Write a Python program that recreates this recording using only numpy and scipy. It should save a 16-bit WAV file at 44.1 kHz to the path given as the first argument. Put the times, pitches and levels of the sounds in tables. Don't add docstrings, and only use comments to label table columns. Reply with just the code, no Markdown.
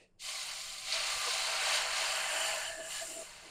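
import sys
import numpy as np
from scipy import signal
from scipy.fft import rfft, irfft
from scipy.io import wavfile
from scipy.ndimage import map_coordinates

SR = 44100
rng = np.random.default_rng(int(sys.argv[2]) if len(sys.argv) > 2 else 0)


def to_wav(sig):
    pcm = np.clip(np.atleast_2d(sig), -1, 1) * 32767
    pcm = np.round(pcm).astype(np.int16)
    wavfile.write(sys.argv[1], SR, pcm.T)


N = 154350
T = np.arange(N) / SR
HZ = np.maximum(np.arange(N // 2 + 1) * SR / N, 1)
TOP_HZ = 15600


def undb(db):
    return 10 ** (np.asarray(db) / 20)

def unit(x):
    return x / np.std(x)

def curve(rows):
    time_s, level_db = np.array(rows).T
    return undb(np.interp(T, time_s, level_db))

def swell(peak_s, spread_s):
    return np.exp(-.5 * ((T - peak_s) / spread_s) ** 2)

def shape(rows):
    hz, db = np.array(rows).T
    return undb(np.interp(np.log(HZ), np.log(hz), db))

def peaks(rows, order=2):
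    return np.sqrt(sum(undb(db) ** 2 / (1 + ((HZ - hz ** 2 / HZ) / width) ** 2) ** order
                       for hz, width, db in rows))

def colour(x, gain):
    return unit(irfft(rfft(x) * gain, N))

def noise(gain):
    return colour(rng.standard_normal(N), gain)

def wander(rate_hz):
    return noise(1 / (1 + (HZ / rate_hz) ** 4))

def tone(pitch_hz):
    return np.sqrt(2) * np.sin(2 * np.pi * np.cumsum(pitch_hz) / SR)

def bursts(per_s, spread_db, steam_db, sputter_db, sputter_hz):
    size = undb(spread_db * np.minimum(rng.exponential(size=N), 5))
    pops = (rng.random(N) < per_s / SR) * size * rng.choice([-1, 1], N)
    steam = undb(steam_db) * rng.standard_normal(N)
    return (unit(pops) + steam) * undb(sputter_db * wander(sputter_hz))


# frequency_hz, gain_db
HISS_SPECTRUM = [(200, -39), (380, -34), (490, -18), (555, -16), (620, -11), (770, -6.5), (850, -27),
                 (940, -20), (1030, -7), (1200, -6), (1320, -9.5), (1850, -9.5), (2030, -1.5), (2300, 0),
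                 (2600, -2.5), (3080, -1), (3400, -2.5), (4000, 1.5), (4450, 1), (5100, -3), (5950, -7),
                 (6600, -4), (7400, -8), (8100, -9.5), (8900, -8.5), (9600, -11), (10600, -22),
                 (12500, -34), (14100, -23), (15500, -33)]
# time_s, level_db
HISS_ENVELOPE = [(.175, -104), (.2, -53.5), (.265, -42.5), (.43, -43.5), (.47, -46), (.495, -44),
                 (.54, -46.5), (.6, -45.5), (.825, -48.5), (.885, -41), (.94, -36), (1.02, -38),
                 (1.22, -40.5), (1.32, -37), (1.45, -39), (1.6, -39), (1.755, -34), (1.82, -40),
                 (1.9, -42.5), (2.0, -38), (2.25, -46), (2.5, -47.5), (2.66, -51), (2.76, -58), (2.87, -60),
                 (2.925, -46.5), (3.0, -47.5), (3.06, -55.5), (3.27, -57.5), (3.5, -58)]

def hiss(wok, splash_s=.2, body_hz=1900, body_rise_s=.054, boost_db=2):
    bubbles = bursts(per_s=9000, spread_db=2, steam_db=-2.5, sputter_db=.5, sputter_hz=90)
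    full = colour(bubbles, shape(HISS_SPECTRUM) * wok)
    body = irfft(rfft(full) / (1 + (HZ / body_hz) ** 8), N)
    thinness = np.exp(-np.maximum(T - splash_s, 0) / body_rise_s)
    return (full - body * thinness) * curve(HISS_ENVELOPE) * undb(boost_db)


# frequency_hz, gain_db
BOIL_SPECTRUM = [(150, -65), (280, -27.5), (400, -21.5), (490, -3), (555, -15.5), (620, -1), (900, -0.5),
                 (1120, -3.5), (1550, 2), (1850, -0.5), (2080, 1.5), (2330, -1), (2650, 4), (3050, -3.5),
                 (3400, -10), (3750, -23.5), (4350, -5), (5200, -20), (9000, -41), (15000, -59)]
# time_s, level_db
BOIL_ENVELOPE = [(.19, -92), (.3, -58), (.44, -55.5), (.495, -49.5), (.56, -57), (.84, -81), (.95, -43.5),
                 (1.15, -42.5), (1.28, -43), (1.44, -41), (1.55, -37.5), (1.74, -36.5), (1.9, -39),
                 (2.05, -37.5), (2.4, -37), (2.62, -41.5), (2.77, -55), (2.88, -52.5), (2.95, -48.5),
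                 (3.08, -55.5), (3.5, -57)]

def boil(wok):
    bubbles = bursts(per_s=5000, spread_db=2.5, steam_db=-2, sputter_db=0, sputter_hz=100)
    return colour(bubbles, shape(BOIL_SPECTRUM) * wok) * curve(BOIL_ENVELOPE)


# frequency_hz, gain_db
FIZZ_SPECTRUM = [(3000, -46), (3700, -29), (4600, -16), (5400, -6), (6200, -7.5), (6800, -5.5), (7150, 1.5),
                 (7500, -1), (8150, -7), (8750, -2.5), (9200, -2), (9750, -9.5), (10400, -15),
                 (11400, -13.5), (12400, -20), (14000, -16.5), (15500, -29)]
# time_s, level_db
FIZZ_ENVELOPE = [(.18, -95), (.22, -51), (.3, -47), (.82, -52), (1.0, -53), (1.1, -44.5), (1.6, -47),
                 (1.755, -42), (1.86, -50), (2.03, -43.5), (2.25, -44.5), (2.4, -41), (2.62, -44.5),
                 (2.8, -57.5), (2.93, -44.5), (3.08, -46.5), (3.2, -51.5), (3.29, -56.5), (3.5, -67)]

def fizz(wok):
    bubbles = bursts(per_s=5500, spread_db=3.5, steam_db=4, sputter_db=-1, sputter_hz=78.5)
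    return colour(bubbles, shape(FIZZ_SPECTRUM) * wok) * curve(FIZZ_ENVELOPE)


# pitch_hz, width_hz, gain_db
WOK_MODES = [(599, 14, 7), (653, 24, 2), (762, 18, -1), (786, 16, 2), (824, 12, 1), (941, 16, 2),
             (1038, 34, 1), (1135, 20, -1), (1185, 24, 3), (1351, 16, -1), (1478, 20, -1), (1592, 24, -2),
             (1779, 30, -2), (2052, 54, -5)]
# pitch_hz, width_hz, gain_db
WOK_TREBLE_MODES = [(2740, 60, -6), (3085, 80, -4), (3950, 90, -9), (4280, 70, -7), (4380, 70, -6),
                    (4560, 100, -7), (4790, 100, -8), (8600, 200, -9)]

def wok_response(direct_db=-7):
    return np.hypot(undb(direct_db), peaks(WOK_MODES + WOK_TREBLE_MODES))


# time_s, level_db
LOW_HOLLOW_ENVELOPE = [(.2, -110), (1.3, -68), (1.7, -49), (1.9, -55), (2.45, -49), (2.58, -53),
                       (2.72, -46.5), (2.77, -52), (2.82, -48.5), (2.89, -55), (2.95, -50), (3.04, -53),
                       (3.09, -68), (3.5, -78)]
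HIGH_HOLLOW_ENVELOPE = [(.2, -110), (1.35, -70), (1.765, -40.5), (1.87, -57), (2.05, -44.5), (2.28, -49.5),
                        (2.36, -42), (2.52, -42.5), (2.6, -54), (2.68, -43.5), (2.75, -66), (2.845, -50),
                        (2.88, -59), (2.92, -48), (2.99, -48.5), (3.05, -61), (3.13, -53), (3.25, -65),
                        (3.5, -72)]
BRIGHT_HOLLOW_ENVELOPE = [(.2, -100), (1.9, -58), (2.11, -42.5), (2.27, -61), (2.48, -45.5), (2.65, -52),
                          (2.78, -65), (3.5, -73)]

def stream():
    low = hollow(pitch_hz=1725, width_hz=140) * curve(LOW_HOLLOW_ENVELOPE)
    high = hollow(pitch_hz=2935, width_hz=360) * curve(HIGH_HOLLOW_ENVELOPE)
    bright = hollow(pitch_hz=4420, width_hz=700) * curve(BRIGHT_HOLLOW_ENVELOPE)
    return low + high + bright

def hollow(pitch_hz, width_hz, sag_per_s=.05, on_pitch_s=2.75):
    bubbles = bursts(per_s=3300, spread_db=.5, steam_db=-9, sputter_db=.6, sputter_hz=61.6)
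    ring = colour(bubbles, peaks([(pitch_hz, width_hz, 0)]))
    speed = np.exp(-sag_per_s * (T - on_pitch_s))
    return map_coordinates(ring, [np.cumsum(speed)], mode="mirror")


# pitch_hz, width_hz, gain_db
WHISTLE_MODES = [(7370, 900, 3), (9180, 770, -2)]
# time_s, level_db
WHISTLE_ENVELOPE = [(.2, -100), (1.2, -62), (1.8, -52.5), (2.3, -48.5), (2.45, -46.5), (2.68, -50.5),
                    (2.8, -51.5), (2.95, -50.5), (3.2, -49), (3.3, -63), (3.5, -69)]

def whistles(waver_db=1.3, waver_hz=9):
    bands = sum(noise(peaks([(hz, width, 0)], order=3)) * undb(db + waver_db * wander(waver_hz))
                for hz, width, db in WHISTLE_MODES)
    return unit(bands) * curve(WHISTLE_ENVELOPE)


def flicker(sizzle, band_count=48, depth_db=1.74, rate_hz=70):
    band_position = (band_count - 1) * np.sqrt(np.minimum(HZ / TOP_HZ, 1))
    spectrum = rfft(sizzle)
    bands = (irfft(spectrum * np.maximum(1 - abs(band_position - k), 0), N) for k in range(band_count))
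    return sum(band * undb(depth_db * wander(rate_hz)) for band in bands)


# start_s, level_db
SPIT_EVENTS = [(.489, -41), (0.923, -34), (0.989, -45), (1.025, -47)]
# frequency_hz, gain_db
SPIT_SPECTRUM = [(300, -37), (650, -8), (1500, -8), (2200, 4), (3000, -8), (4400, 11), (7000, -8),
                 (15000, -43)]

def spits(decay_s=.024):
    bubbles = bursts(per_s=3000, spread_db=1.5, steam_db=1, sputter_db=3, sputter_hz=90)
    envelope = sum(undb(level_db) * (T >= start_s) * np.exp(-abs(T - start_s) / decay_s)
                   for start_s, level_db in SPIT_EVENTS)
    return colour(bubbles, shape(SPIT_SPECTRUM)) * envelope


# peak_s, spread_s, pitch_hz, level_db
SPOON_CONTACTS = [(1.213, 0.014, 1190, -47), (1.248, 0.005, 1180, -41), (1.272, 0.0047, 1210, -41),
                  (1.282, 0.011, 478, -49), (1.287, 0.0073, 1015, -43), (1.355, 0.018, 770, -45.5)]

def spoon(waver_hz=19, rough_db=1.5, rate_hz=70):
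    out = np.zeros(N)
    for peak_s, spread_s, pitch_hz, level_db in SPOON_CONTACTS:
        note = tone(pitch_hz + waver_hz * wander(rate_hz))
        out += note * undb(level_db + rough_db * wander(rate_hz)) * swell(peak_s, spread_s)
    return out


# peak_s, spread_s, thud_db, ring_db
PLOP_EVENTS = [(0.97, 0.023, -66, -46), (1.286, 0.012, -55, -55), (1.503, 0.017, -70, -45),
               (1.818, 0.034, -62, -54), (2.024, 0.019, -59, -46), (2.398, 0.052, -58, -48.5),
               (2.57, 0.081, -76, -47), (2.7, 0.011, -72, -47.5), (2.751, 0.013, -67, -51),
               (2.8, 0.016, -53.5, -43), (2.862, 0.023, -61.5, -49), (3.03, .012, -60, -44.5),
               (3.124, 0.046, -58, -56), (3.189, 0.014, -54, -44.5), (3.222, 0.0095, -54, -50),
               (3.468, 0.026, -59, -64)]
# frequency_hz, gain_db
THUD_SPECTRUM = [(120, -33), (240, -7), (330, 6.5), (480, 1), (560, 0.5), (900, -6.5), (2000, -34),
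                 (8000, -46)]

def plops(ring_hz=650, waver_hz=14, rough_db=2):
    thud = noise(shape(THUD_SPECTRUM))
    ring = tone(ring_hz + waver_hz * wander(rate_hz=60)) * undb(rough_db * wander(rate_hz=70))
    return sum(swell(peak_s, spread_s) * (undb(thud_db) * thud + undb(ring_db) * ring)
               for peak_s, spread_s, thud_db, ring_db in PLOP_EVENTS)


# frequency_hz, gain_db
SCRAPE_SPECTRUM = [(150, -14), (400, 5), (650, 3.5), (1000, -11), (1550, -17), (1900, 0), (2200, -6),
                   (2600, 6.5), (3200, -9), (4400, -5), (6000, -14), (9000, -11), (11000, -36),
                   (15000, -40)]

def scrape(level_db=-62.5, hold_s=.03, fall_db_per_s=307):
    rasp = noise(shape(SCRAPE_SPECTRUM))
    return rasp * undb(level_db - fall_db_per_s * np.maximum(T - hold_s, 0))


# peak_s, level_db
BUMP_EVENTS = [(1.155, -60), (1.65, -67.5), (1.91, -65), (2.705, -63)]

def bumps(pitch_hz=52, width_hz=70, spread_s=.018):
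    boom = noise(peaks([(pitch_hz, width_hz, 0)]))
    return boom * sum(undb(level_db) * swell(peak_s, spread_s) for peak_s, level_db in BUMP_EVENTS)


# frequency_hz, gain_db
AIR_SPECTRUM = [(20, -23), (100, 13), (190, 5), (240, 0.5), (320, 13.5), (600, 6.5), (900, -3), (1500, -8),
                (2200, -20), (4500, -32), (9000, -23), (15000, -37)]
RUMBLE_SPECTRUM = [(8, -7.5), (20, 2.5), (32, -12), (48, -15.5), (70, -22), (200, -22), (1000, -86)]
# pitch_hz, level_db
HUM_TONES = [(101, -79), (150, -83), (183, -76.5)]

def room_tone(air_db=-71.5, rumble_db=-64, waver_db=1.5, waver_hz=4, opening_db=-7, rise_s=1.0):
    air = noise(shape(AIR_SPECTRUM)) * undb(air_db)
    rumble = noise(shape(RUMBLE_SPECTRUM)) * undb(rumble_db)
    hum = np.zeros(N)
    for pitch_hz, level_db in HUM_TONES:
        gain = undb(level_db + waver_db * wander(waver_hz))
        hum += gain * np.sqrt(2) * np.sin(2 * np.pi * (pitch_hz * T + rng.random()))
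    return (air + rumble + hum) * curve([(0, opening_db), (rise_s, 0)])


def scene():
    wok = wok_response()
    sizzle = flicker(hiss(wok) + boil(wok) + fizz(wok) + stream() + whistles())
    mono = sizzle + spits() + scrape() + spoon() + plops() + room_tone() + bumps()
    return np.array([mono, mono])

def record(dry):
    return signal.sosfilt(signal.ellip(10, .2, 80, TOP_HZ, fs=SR, output="sos"), dry)


dry = scene()
out = record(dry)
to_wav(out)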